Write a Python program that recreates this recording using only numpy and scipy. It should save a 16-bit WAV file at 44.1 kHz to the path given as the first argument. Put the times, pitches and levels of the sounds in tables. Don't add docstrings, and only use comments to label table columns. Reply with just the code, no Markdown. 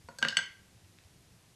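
import sys
import numpy as np
from scipy import signal
from scipy.fft import rfft, irfft, next_fast_len
from scipy.io import wavfile
from scipy.ndimage import map_coordinates

SR = 44100
rng = np.random.default_rng(int(sys.argv[2]) if len(sys.argv) > 2 else 0)


def log_audio(samples):
    frames = np.atleast_2d(samples).T
    limited = np.clip(frames, -1, 1)
    pcm = np.round(limited * 32767).astype(np.int16)
    wavfile.write(sys.argv[1], SR, pcm)


def level_to_linear(level):
    exponent = np.asarray(level, float) / 20
    return 10 ** exponent


N = 68355


def hammer():
    # start_s, crack_db, crack_centre_hz, handle_knock_db
    contacts = [
        (0.0865, -35.5, 1036, -38),
        (0.1861, -26.5, 5770, -47.5),
        (0.2181, -36.5, 1300, -46),
        (0.2265, -17.5, 2500, -29),
        (0.2495, -16.5, 1650, -29),
        (.2850, -18.5, 4330, -47),
        (0.307, -34, 4480, -54),
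        (0.3247, -33, 3500, -50.5),
        (0.369, -13.5, 2450, -36.5),
        (0.388, -38, 2200, -39),
    ]
    head_rings = [(-69, -62, -50, -48.5), (-46.5, -46.5, -40, -40.5), (-48, -56, -73, -73),
                  (-23.5, -21.5, -27.5, -43), (-39, -32, -35.5, -48), (-43, -21.5, -26.5, -38),
                  (-35, -44, -68, -58), (-35, -56, -50, -54), (-23, -7.5, -22.5, -22.5),
                  (-27.5, -32, -57, -65)]
    regions_hz = [1600, 2900, 4400, 7900]
    # frequency_hz, level_db, t60_s
    head_modes = [(1560, -2.5, 0.14), (1589, -0.5, 0.14), (1648, -32, 0.7), (1966, -6.5, 0.026),
                  (2920, 5, 0.015), (3030, -22.5, 0.081), (3500, -5.5, 0.016), (4470, 0.5, 0.032),
                  (4300, -19.5, 0.24), (5060, 5, 0.0077), (6020, -4.5, 0.032), (6565, -18.5, 0.27),
                  (7925, 5.5, 0.02), (7935, -17.5, .25)]
    # frequency_hz, level_db, t60_s
    handle_modes = [(162.4, -7.5, 0.1), (228.7, -8, 0.085), (545, -0.5, 0.042), (699, -2.5, 0.034),
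                    (937, -3, 0.035), (1266, -8, 0.022), (1466, -3.5, 0.044)]
    scatter_db, kept_db, rise_s = 3, -16, 0.0015

    head_hz = np.transpose(head_modes)[0]
    head, knocks = np.zeros(N + SR), np.zeros(N + SR)
    for (start_s, crack_db, centre_hz, knock_db), ring_db in zip(contacts, head_rings):
        head_scatter_db = scatter_db * rng.standard_normal(len(head_modes))
        handle_scatter_db = scatter_db * rng.standard_normal(len(handle_modes))
        head_db = along(np.transpose([regions_hz, ring_db]), head_hz)
        head[round(start_s * SR):] *= level_to_linear(kept_db)
        add(head, start_s, ringing(head_modes, head_db + head_scatter_db, rise_s))
        add(knocks, start_s, level_to_linear(knock_db) * ringing(handle_modes, handle_scatter_db, rise_s))
        add(knocks, start_s, level_to_linear(crack_db) * crack(centre_hz))
    return head[:N], knocks[:N]


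def ringing(modes, gains_db, rise_s):
    t = np.arange(SR // 2) / SR
    hz, level_db, t60_s = np.transpose(modes)[:, :, None]
    envelope = level_to_linear(level_db + gains_db[:, None] - 60 * t / t60_s)
    modes_sum = (envelope * np.sin(2 * np.pi * hz * t)).sum(0)
    return modes_sum * (1 - np.exp(-t / rise_s))


def crack(centre_hz):
    rise_s, t60_s, grit, q = 0.00055, 0.041, 0.49, 1
    t = np.arange(SR // 16) / SR
    push = (t / rise_s * np.exp(1 - t / rise_s)) ** 2
    crumbling = 0.32 * level_to_linear(-60 * t / t60_s)
    x = grit * rng.standard_normal(len(t)) * (push + crumbling)
    x[8] += 3
    width_hz = centre_hz / q

    def resonance(hz):
        damping = 1j * hz * width_hz
        return (damping / (centre_hz ** 2 - hz * hz + damping)) ** 2

    x = filtered(x, resonance)
    return x / np.abs(x).max()


def crumbs():
    # start_s, level_db, centre_hz
    ticks = [
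        (.846, -53, 2500),
        (0.9865, -46, 2680),
        (1.037, -54, 3500),
        (1.29, -62, 2980),
    ]
    out = np.zeros(N + SR)
    for start_s, level_db, centre_hz in ticks:
        add(out, start_s, level_to_linear(level_db) * crack(centre_hz))
    return out[:N]


def walls(x):
    # frequency_hz, t60_s
    decay_times = [(150, 0.29), (700, 0.3), (1600, 0.43), (3000, .36), (6000, 0.33), (10000, 0.11)]
    delay_s = 0.009
    hz, t, z = signal.stft(rng.standard_normal(SR // 2), SR, nperseg=256)
    decay = level_to_linear(-60 * t / along(decay_times, hz)[:, None])
    tail = signal.istft(z * decay, SR, nperseg=256)[1]
    tail = tail / np.linalg.norm(tail)
    delayed = np.pad(x, (round(delay_s * SR), 0))
    return signal.fftconvolve(delayed, tail)[:N]


def microphone(x):
    thin_hz, dull_hz, dull_power = 128, 7880, 4.5

    def response(hz):
        thinning = (1j * hz / (thin_hz + 1j * hz)) ** 2
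        return thinning / np.sqrt(1 + (hz / dull_hz) ** dull_power)

    return filtered(x, response)


def thumps():
    # start_s, level_db, pitch_hz
    blows = [
        (.045, -46, 80),
        (0.598, -48, 94),
        (0.746, -45, 112),
        (0.834, -47.5, 94.3),
        (1.053, -46.5, 91),
        (1.338, -52, 171),
    ]
    t60_s, rise_s = 0.11, 0.0037
    out = np.zeros(N + SR)
    for start_s, level_db, pitch_hz in blows:
        add(out, start_s, ringing([(pitch_hz, level_db, t60_s)], np.zeros(1), rise_s))
    return out[:N]


def rumble():
    # frequency_hz, density_db
    spectrum = [(12, -33), (20, -10), (75, -2), (119, 2), (168, -2), (198, -2.5), (216, -9.5), (400, -17),
                (520, -41), (880, -120)]
    level_db, sway_db = -65, -1.5
    sway = map_coordinates(rng.standard_normal(24), [np.arange(N) * 12 / SR])
    return level_to_linear(level_db + sway_db * sway) * noise(spectrum)


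def hiss():
    # frequency_hz, density_db
    spectrum = [(180, -24), (300, 0.5), (544, -5), (646, -4.5), (927, -7), (1290, -9.5), (1710, -8),
                (5710, -9.5), (12700, -15), (16500, -42), (22000, -120)]
    return level_to_linear(-65.5) * noise(spectrum)


def noise(spectrum):
    x = filtered(rng.standard_normal(N), lambda hz: level_to_linear(along(spectrum, hz)))
    return x / x.std()


def filtered(x, response):
    m = next_fast_len(len(x) + 8192)
    hz = np.fft.rfftfreq(m, 1 / SR)
    return irfft(rfft(x, m) * response(hz), m)[:len(x)]


def along(points, hz):
    f, value = np.transpose(points)
    return np.interp(np.log(hz + 1), np.log(f + 1), value)


def add(track, start_s, sound):
    track[round(start_s * SR):][:len(sound)] += sound


def scene():
    walls_db, head_walls_db = -8, -3.5
    head, knocks = hammer()
    knocks = knocks + crumbs()
    reverberant = walls(level_to_linear(head_walls_db) * head + knocks)
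    near = head + knocks + level_to_linear(walls_db) * reverberant
    return (microphone(near) + thumps() + rumble() + hiss())[None]


def band_limit(x):
    return signal.sosfilt(signal.butter(12, 12840, fs=SR, output="sos"), x)


def record(dry):
    mix = filtered(dry[0], lambda hz: hz < 12800)[None]
    return band_limit(mix)


dry = scene()
out = record(dry)
log_audio(out)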